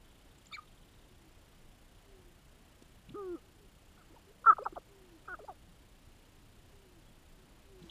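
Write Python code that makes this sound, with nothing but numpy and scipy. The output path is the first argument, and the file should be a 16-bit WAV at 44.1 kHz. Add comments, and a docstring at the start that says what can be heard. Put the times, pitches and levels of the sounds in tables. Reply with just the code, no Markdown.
"""Grouse displaying on open grassland

A bird a little farther off squeaks; the nearest bird coos through its swollen neck sacs and gives two
gobbling cackles of chirps, hoots and clucks. Distant birds coo and one rattles its tail. Feet tick and
thump in dry grass, a light wind rumbles, and a camera lying in the grass adds a faint, pulsing hiss."""
import sys
import numpy as np
from scipy import signal
from scipy.fft import rfft, irfft, next_fast_len
from scipy.io import wavfile
from scipy.ndimage import uniform_filter1d, map_coordinates

SR = 44100
rng = np.random.default_rng(int(sys.argv[2]) if len(sys.argv) > 2 else 0)


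def transcribe(u):
    """Save the signal u as a 16-bit wav file named by the first command-line argument.

    u: samples, shape (n,) or (channels, n), limited to [-1, 1]; the rate is SR.
    q: integer samples, one column per channel.
    """
    v = np.clip(np.atleast_2d(u).T, -1, 1)
    q = np.round(v * 32767).astype(np.int16)
    wavfile.write(sys.argv[1], SR, q)


N = 348390

# The tone colour of each noise: (frequency [Hz], relative level [dB])
STEADY_HISS_SPECTRUM = [(2000, -22), (4500, -5), (7000, -2.5), (8300, -0.5), (10000, 3), (10800, -5.5),
                        (12500, -5), (15000, -9.5)]
PULSING_HISS_SPECTRUM = [(1800, -22), (2900, 9.5), (4500, -4), (6000, -7.5), (7100, 3), (7700, 3),
                         (8400, -7.5), (9200, -3.5), (10000, 0), (11000, -15.5), (12400, 2), (13400, -5),
                         (14300, -4.5), (15200, -6)]
GROUND_WIND_SPECTRUM = [(12, -25.5), (20, 3), (49, -2), (107, -7), (214, -12), (239, -16.5), (353, -18),
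                        (400, -34.5), (520, -52), (880, -120)]
GRASS_WIND_SPECTRUM = [(150, -25), (250, 0.5), (561, -3.5), (663, -4), (1140, -8), (1370, -8.5),
                       (2950, -12), (4870, -16.5), (7000, -23.5), (9100, -54), (15400, -120)]
WING_RUSTLE_SPECTRUM = [(150, 5), (700, -5), (2000, -11), (3800, -12), (6000, -15), (12000, -30.5)]
# Coos of distant birds: (time [s], length [s], starting pitch [Hz], relative level [dB])
DISTANT_COOS = [(1.018, 0.28, 398, -67.5), (2.05, 0.28, 413.4, -63), (2.514, 0.12, 427, -69),
                (3.432, 0.095, 394, -64.5), (3.563, 0.11, 431, -64), (4.885, 0.3, 413.3, -59),
                (6.709, 0.29, 420, -63.5), (7.3, 0.18, 405, -68.5), (7.636, 0.25, 409, -59)]
# Stems snapping underfoot: (time [s], level [dB], centre frequency [Hz], bandwidth [Hz])
STEM_SNAPS = [(.386, -64, 7650, 700), (.47, -56, 7100, 400), (0.46, -62, 4200, 2000),
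              (2.826, -62.5, 6070, 4000), (3.096, -56.5, 3450, 680), (3.093, -60, 2530, 350),
              (4.755, -63, 3220, 480), (7.828, -60, 3650, 700), (7.898, -48, 3400, 600)]
# Soft footfalls and wing beats: (time [s], level [dB], pitch [Hz], time to fade by 60 dB [s])
SOFT_THUMPS = [(2.823, -30, 290, 0.0085), (3.087, -41.5, 165, 0.067), (3.104, -38.5, 235, 0.042),
               (3.118, -39.5, 129, 0.061), (5.677, -54.5, 162, 0.21), (7.818, -43.5, 167.4, .08),
               (7.837, -46, 202, 0.089)]
# Small gulps between the notes: (time [s], level [dB])
THROAT_GULPS = [(4.447, -39), (4.541, -54), (4.571, -44.5), (5.258, -63)]
# Squeaks, peeps and the faint ringing echo after the first squeak: (time [s], length [s],
# first pitch [Hz], middle pitch [Hz], last pitch [Hz], level [dB], overtones against that level [dB])
SQUEAKS_AND_ECHO = [(0.511, 0.012, 1330, 1290, 1180, -52, -22), (0.519, 0.0089, 4400, 4550, 4650, -51, -30),
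                    (0.523, 0.01, 1150, 1240, 1340, -44, -12), (.526, 0.016, 3450, 3690, 3830, -41, -26),
                    (.527, .04, 2020, 2356, 1840, -39.5, -15), (0.538, 0.019, 4190, 4180, 4000, -46.5, -28),
                    (0.563, 0.016, 1970, 1390, 1200, -49, -15),
                    (0.578, 0.022, 1150, 1248, 1150, -40.5, -28), (0.597, .06, 1260, 1235, 1250, -62, -25),
                    (4.633, 0.022, 2400, 2520, 2640, -61.5, 0.5), (5.254, .034, 2330, 2450, 2580, -68, -10),
                    (5.44, .036, 2290, 2420, 2500, -72.5, 2), (7.032, .1, 3420, 3340, 3280, -72, -29)]
# How the throat colours the voice, before each call's tuning shifts it: (frequency [Hz], gain [dB])
THROAT_SPECTRUM = [(300, -48), (850, -30.5), (1060, -23), (1200, -4.5), (1310, -1), (1420, -4.5),
                   (1560, -14), (1650, -17), (1750, -36), (2000, -37), (2300, -65.5), (3150, -68),
                   (3500, -48), (3900, -68), (5500, -74), (6000, -60.5), (7200, -63), (9500, -84)]
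# The course of the near coo: (time [s], pitch [Hz], sac resonance [Hz], sac level [dB], throat level [dB])
COO_SHAPE = [(3.14, 262, 288, -43, -51), (3.156, 390, 390, -40.5, -51), (3.168, 416, 467, -41, -44.5),
             (3.192, 412.4, 500, -35.5, -43.5), (3.25, 374.3, 412, -39, -52.5),
             (3.335, 343.6, 332, -37.5, -52), (3.352, 323, 310, -36.5, -56), (3.366, 263, 400, -46, -55),
             (3.39, 226, 420, -62, -69)]
# Bright cackle notes: (time [s], length [s], hold [s], pitch [Hz], sac level [dB], throat level [dB],
# dip as the voice breaks [dB], throat tuning [ratio])
CHIRP_NOTES = [(3.967, 0.062, 0.036, 375, -59, -59.5, 1, .99),
               (4.457, 0.075, .038, 461, -36.5, -11, 14, 0.97),
               (5.273, 0.083, 0.0594, 383.7, -45.5, -35.5, 13, 1.017)]
# Hollow cackle notes: (time [s], length [s], swoop [s], first pitch [Hz], lowest pitch [Hz],
# last pitch [Hz], sac level [dB], throat level [dB])
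HOOT_NOTES = [(4.101, .055, .01, 330, 315, 760, -60.5, -77),
              (4.267, 0.053, 0.015, 400, 387, 520, -59.5, -75),
              (4.414, 0.036, .008, 500, 475, 770, -63, -69), (4.581, .058, 0.013, 1268, 400, 706, -42, -38),
              (4.723, 0.018, .006, 380, 345, 360, -42, -51),
              (5.388, 0.0685, .023, 910, 404, 770, -50.5, -55)]
# Tumbling cackle notes: (time [s], length [s], first pitch [Hz], main pitch [Hz], fall [octaves/s],
# rise time [s], sac level [dB], throat level [dB])
CLUCK_NOTES = [(4.159, 0.044, 535, 521, 20, 0.0074, -54.5, -78),
               (4.651, 0.034, 966, 593.5, 28.5, 0.014, -31, -30),
               (4.757, 0.034, 527, 516, 39, .014, -36, -43),
               (5.476, 0.054, 704, 474, 13.6, 0.019, -38.5, -47.5)]

SETTLE_S = 0.0038  # chirps and clucks start high and drop onto their pitch this quickly


def amp(db):
    """Turn decibels into a gain to multiply by."""
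    return 10 ** (np.asarray(db) / 20)


def unit(x):
    """Scale x to an average (rms) level of 1."""
    return x / np.sqrt(np.mean(x ** 2) + 1e-20)


def gain_at(spectrum, hz):
    """Read the gain at any frequency from a spectrum table."""
    table_hz, table_db = np.transpose(spectrum)
    return amp(np.interp(np.log(hz + 1), np.log(table_hz + 1), table_db))


def wobble(rate, size):
    """A smooth curve through `rate` random values a second."""
    values = rng.standard_normal(int(size * rate / SR) + 4)
    return map_coordinates(values, [np.arange(size) * rate / SR])


def add(track, time, sound):
    """Mix a sound into the track at a time in seconds."""
    start = min(max(round(time * SR), 0), N)
    track[start:start + len(sound)] += sound[:N - start]


def faded(x):
    """Round off both ends over 2 ms so they do not click."""
    n = np.arange(len(x))
    from_edge = np.minimum(n, n[::-1])
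    return x * np.sin(np.pi / 2 * np.minimum(from_edge / (0.002 * SR), 1))


def envelope_db(t, length, attack, release, depth_db=25):
    """A note's level: it rises, holds, then falls."""
    return -depth_db * (np.maximum(1 - t / attack, 0) + np.maximum(1 - (length - t) / release, 0))


def filtered(x, response):
    """Scale each frequency in x by response(hz)."""
    size = next_fast_len(N + SR // 2)
    return irfft(rfft(x, size) * response(np.fft.rfftfreq(size, 1 / SR)), size)[:N]


def noise(spectrum):
    """Noise with the given tone colour, at an average level of 1."""
    return unit(filtered(rng.standard_normal(N), lambda hz: gain_at(spectrum, hz)))


def resonate(x, spectrum, size=4096):
    """Let x ring in a hollow space with the given tone colour."""
    cepstrum = irfft(np.log(gain_at(spectrum, np.fft.rfftfreq(size, 1 / SR))))
    # folding this in half makes the ringing follow the sound and never come before it
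    cepstrum[1:size // 2] *= 2
    cepstrum[size // 2 + 1:] = 0
    ringing = irfft(np.exp(rfft(cepstrum)))
    return signal.fftconvolve(x, ringing)[:N]


def phase_of(pitch_hz, jitter):
    """The running angle of a slightly unsteady vibration."""
    return 2 * np.pi * np.cumsum(pitch_hz * (1 + jitter * wobble(300, len(pitch_hz)))) / SR


def snap(centre_hz, width_hz, swell_s):
    """A tiny burst of noise around one frequency, swelling to its peak after 2 * swell_s."""
    t = np.arange(-2 * swell_s, 2 * swell_s, 1 / SR)
    swell = np.exp(-(t / swell_s) ** 2)
    slow_noise = wobble(2 * width_hz, len(t)) + 1j * wobble(2 * width_hz, len(t))
    band = (slow_noise * np.exp(2j * np.pi * centre_hz * t)).real
    return unit(swell * band) * np.sqrt(np.mean(swell ** 2))


def camera_hiss(pictures_per_s=29.97):
    """The camera's electronics hiss; part of the hiss switches on and off once per picture."""
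    cycle = np.arange(N) / SR * pictures_per_s % 1
    switched_on = uniform_filter1d(((cycle > 0.345) & (cycle < 0.875)) * 1.0, size=50)
    steady = amp(-76.5) * noise(STEADY_HISS_SPECTRUM)
    return steady + amp(-71.5) * switched_on * noise(PULSING_HISS_SPECTRUM)


def wind():
    """Light wind rumbles over the ground and hisses evenly in the grass."""
    rumble = amp(-61 + 0.35 * wobble(1.5, N) + 0.609 * wobble(11, N)) * noise(GROUND_WIND_SPECTRUM)
    grass = amp(-66.5 + 0.3 * wobble(5, N)) * noise(GRASS_WIND_SPECTRUM)
    return rumble + grass


def meadow_echo(x, fade_s):
    """Grass and ground scatter a sound into a short tail that loses 60 dB in fade_s."""
    t = np.arange(SR // 3) / SR
    tail = rng.standard_normal(len(t)) * amp(-60 * t / fade_s) * (1 - np.exp(-t / 0.004))
    return signal.fftconvolve(x, tail / np.linalg.norm(tail))[:N]


def distant_coos():
    """From far away only the lowest tone of a falling coo carries, wavering in the wind."""
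    out = np.zeros(N)
    for time, length, start_hz, db in DISTANT_COOS:
        t = np.arange(0, length, 1 / SR)
        octaves_down = 1.156 * t + 0.19 * np.exp((t - length) / 0.015)  # slow sag, then a last drop
        pitch = start_hz * 2 ** -octaves_down * (1 + 0.012 * wobble(24.2, len(t)))
        edges_db = envelope_db(t, length, attack=0.096, release=0.023, depth_db=8.5)
        level_db = db + edges_db + 1.5 * wobble(23.4, len(t))
        add(out, time, faded(amp(level_db) * np.sin(phase_of(pitch, jitter=0.019))))
    return out


def tail_rattle(count=22, gap_s=0.052):
    """A dancing bird farther off clicks its tail quills in a run that swells and fades."""
    out = np.zeros(N)
    for i, (lateness, strength) in enumerate(rng.standard_normal((count, 2))):
        db = -72 + 3.9 * np.sin(np.pi * i / count) + 1.3 * strength
        click = snap(centre_hz=3420, width_hz=470, swell_s=0.005)
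        add(out, 0.044 + i * gap_s + 0.002 * lateness, amp(db) * click)
    return out


def squeaks_and_echo(arch_db=20):
    """Squeaks a little farther off, and one faint echo: fluttering tones, loudest in the middle."""
    out = np.zeros(N)
    for time, length, first_hz, middle_hz, last_hz, db, overtone_db in SQUEAKS_AND_ECHO:
        place = np.linspace(-1, 1, round(length * SR))  # 0 is the middle of the note
        bend_hz = (first_hz + last_hz) / 2 - middle_hz
        pitch = middle_hz + (last_hz - first_hz) / 2 * place + bend_hz * place ** 2
        phase = phase_of(pitch, jitter=0.01)
        overtones = np.sin(2 * phase) + amp(-5) * np.sin(3 * phase)
        tone = np.sin(phase) + amp(overtone_db) * overtones
        flutter = 1 + 0.15 * wobble(900, len(pitch))
        add(out, time, faded(amp(db - arch_db * place ** 2) * flutter * tone))
    return out


def wing_rustle(peak_s=7.86, swell_s=0.068):
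    """A lowered wing brushes the dry grass."""
    swell = np.exp(-((np.arange(N) / SR - peak_s) / swell_s) ** 2)
    return amp(-63) * swell * noise(WING_RUSTLE_SPECTRUM)


def stem_snaps(swell_s=0.003):
    """Dry stems tick as they break underfoot."""
    out = np.zeros(N)
    for time, db, centre_hz, width_hz in STEM_SNAPS:
        add(out, time - 2 * swell_s, amp(db) * snap(centre_hz, width_hz, swell_s))
    return out


def thumps():
    """Feet and wings thump dully: each is a low tone that dies away fast."""
    out = np.zeros(N)
    t = np.arange(SR // 4) / SR
    soft_start = 1 - np.exp(-t / 0.0022)
    for time, db, hz, fade_s in SOFT_THUMPS:
        add(out, time, amp(db - 60 * t / fade_s) * soft_start * np.sin(2 * np.pi * hz * t))
    return out


def gulps(swell_s=0.0024):
    """The throat gulps with a short, hollow pop."""
    out = np.zeros(N)
    for time, db in THROAT_GULPS:
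        add(out, time - 2 * swell_s, amp(db) * snap(centre_hz=1250, width_hz=140, swell_s=swell_s))
    return out


def voice(pitch, sac_hz, sac_db, throat_db, tuning, sac_sharpness, rasp_db):
    """The voice box makes harmonics (multiples of the pitch) that leave by the neck sacs and throat."""
    multiple = np.arange(1, 25)[:, None]
    harmonic_hz = multiple * pitch
    # held notes are clean; the voice shakes and rasps where its pitch slides fast
    slide = np.minimum(np.abs(np.gradient(np.log(pitch))) * SR, 40)
    shake = amp(0.1079 * slide * wobble(301.8, len(pitch)))
    harmonics = shake * np.cos(multiple * phase_of(pitch, jitter=0.00385 + 0.0015 * slide))
    # the sacs favour the harmonic nearest their resonance and block the treble
    mismatch = sac_sharpness * (harmonic_hz / sac_hz - sac_hz / harmonic_hz)
    sac_gain = 1 / (1 + mismatch ** 2) / (1 + (harmonic_hz / 1300) ** 8)
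    chest = amp(-18.5) * harmonics[0]  # a little of the lowest tone leaves through the body
    sacs = faded(amp(sac_db) * (np.sum(sac_gain * harmonics, axis=0) + chest))
    rasp = amp(rasp_db) * slide * rng.standard_normal(len(pitch))
    buzz = faded(amp(throat_db) * (harmonics.sum(axis=0) + rasp))
    throat = resonate(buzz, [(hz * tuning, db) for hz, db in THROAT_SPECTRUM])
    return throat + np.pad(sacs, (0, len(throat) - len(sacs)))


def coo():
    """One long note that lifts, then slowly falls, mostly from the full neck sacs."""
    out = np.zeros(N)
    times, *columns = np.transpose(COO_SHAPE)
    t = np.arange(times[0], times[-1], 1 / SR)
    pitch, sac_hz, sac_db, throat_db = [np.interp(t, times, column) for column in columns]
    note = voice(pitch, sac_hz, sac_db, throat_db, tuning=0.946, sac_sharpness=3.05, rasp_db=-22)
    add(out, times[0], note)
    return out


def chirps(sag_octaves_per_s=1.7, fall_octaves_per_s=12.5, first_hz=951.5):
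    """The open throat holds a bright, sagging note; then the voice breaks and falls."""
    out = np.zeros(N)
    for time, length, hold, pitch_hz, sac_db, throat_db, dip_db, tuning in CHIRP_NOTES:
        t = np.arange(0, length, 1 / SR)
        octaves_down = sag_octaves_per_s * t + fall_octaves_per_s * np.maximum(t - hold, 0)
        pitch = pitch_hz * 2 ** -octaves_down + (first_hz - pitch_hz) * np.exp(-t / SETTLE_S)
        sac_hz = 1.47 * pitch  # between the first two harmonics
        edges_db = envelope_db(t, length, attack=0.01106, release=0.0042, depth_db=19.5)
        break_db = dip_db * np.exp(-((t - hold - 0.024) / 0.009) ** 2)
        add(out, time, voice(pitch, sac_hz, sac_db + edges_db, throat_db + edges_db - break_db,
                             tuning, sac_sharpness=2.5, rasp_db=-19))
    return out


def hoots():
    """Hollow notes swoop down and curl up again while the sacs ring on the lowest tone."""
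    out = np.zeros(N)
    for time, length, swoop, first_hz, low_hz, last_hz, sac_db, throat_db in HOOT_NOTES:
        t = np.arange(0, length, 1 / SR)
        down = np.minimum(t / swoop, 1)
        up = np.maximum((t - swoop) / (length - swoop), 0)
        pitch = first_hz * (low_hz / first_hz) ** down + (last_hz - low_hz) * up ** 2.8
        edges_db = envelope_db(t, length, attack=0.0029, release=0.008)
        push_db = 5.5 * np.exp(-((up - 0.78) / 0.11) ** 2)
        sac_level = sac_db + edges_db + push_db - 2.5 * down  # the sacs slacken in the swoop
        throat_level = throat_db + edges_db - 13 * down ** 4  # and the throat closes
        add(out, time, voice(pitch, pitch, sac_level, throat_level,
                             tuning=0.93, sac_sharpness=2.5, rasp_db=-17))
    return out


def clucks(sac_fade_db=19.5, throat_fade_db=30):
    """Short notes peak early and tumble in pitch while the sacs ring on the second harmonic."""
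    out = np.zeros(N)
    for time, length, first_hz, pitch_hz, fall, rise, sac_db, throat_db in CLUCK_NOTES:
        t = np.arange(0, length, 1 / SR)
        pitch = pitch_hz * 2 ** (-fall * t) + (first_hz - pitch_hz) * np.exp(-t / SETTLE_S)
        attack_db = -20 * np.maximum(1 - t / rise, 0) ** 2
        fade = np.maximum((t - rise) / (length - rise), 0)
        sac_level = sac_db + attack_db - sac_fade_db * fade
        throat_level = throat_db + attack_db - throat_fade_db * fade
        add(out, time, voice(pitch, 2.02 * pitch, sac_level, throat_level,
                             tuning=0.96, sac_sharpness=2.7, rasp_db=-13.5))
    return out


def scene():
    """Birds over wind and hiss: the farther away a sound is, the more of it the meadow scatters."""
    near = coo() + chirps() + hoots() + clucks() + gulps() + stem_snaps() + thumps() + wing_rustle()
    middle = squeaks_and_echo() + tail_rattle()
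    far = distant_coos()
    echoes = (meadow_echo(amp(-36.5) * near, fade_s=0.12)
              + meadow_echo(amp(-16.5) * middle, fade_s=0.15)
              + meadow_echo(amp(-8) * far, fade_s=0.3))
    return (near + middle + amp(0.5) * far + echoes + wind() + camera_hiss())[None]


def record(dry):
    """The camera keeps nothing above 15300 Hz."""
    return filtered(dry[0], lambda hz: hz <= 15300)[None]


dry = scene()
out = record(dry)
transcribe(out)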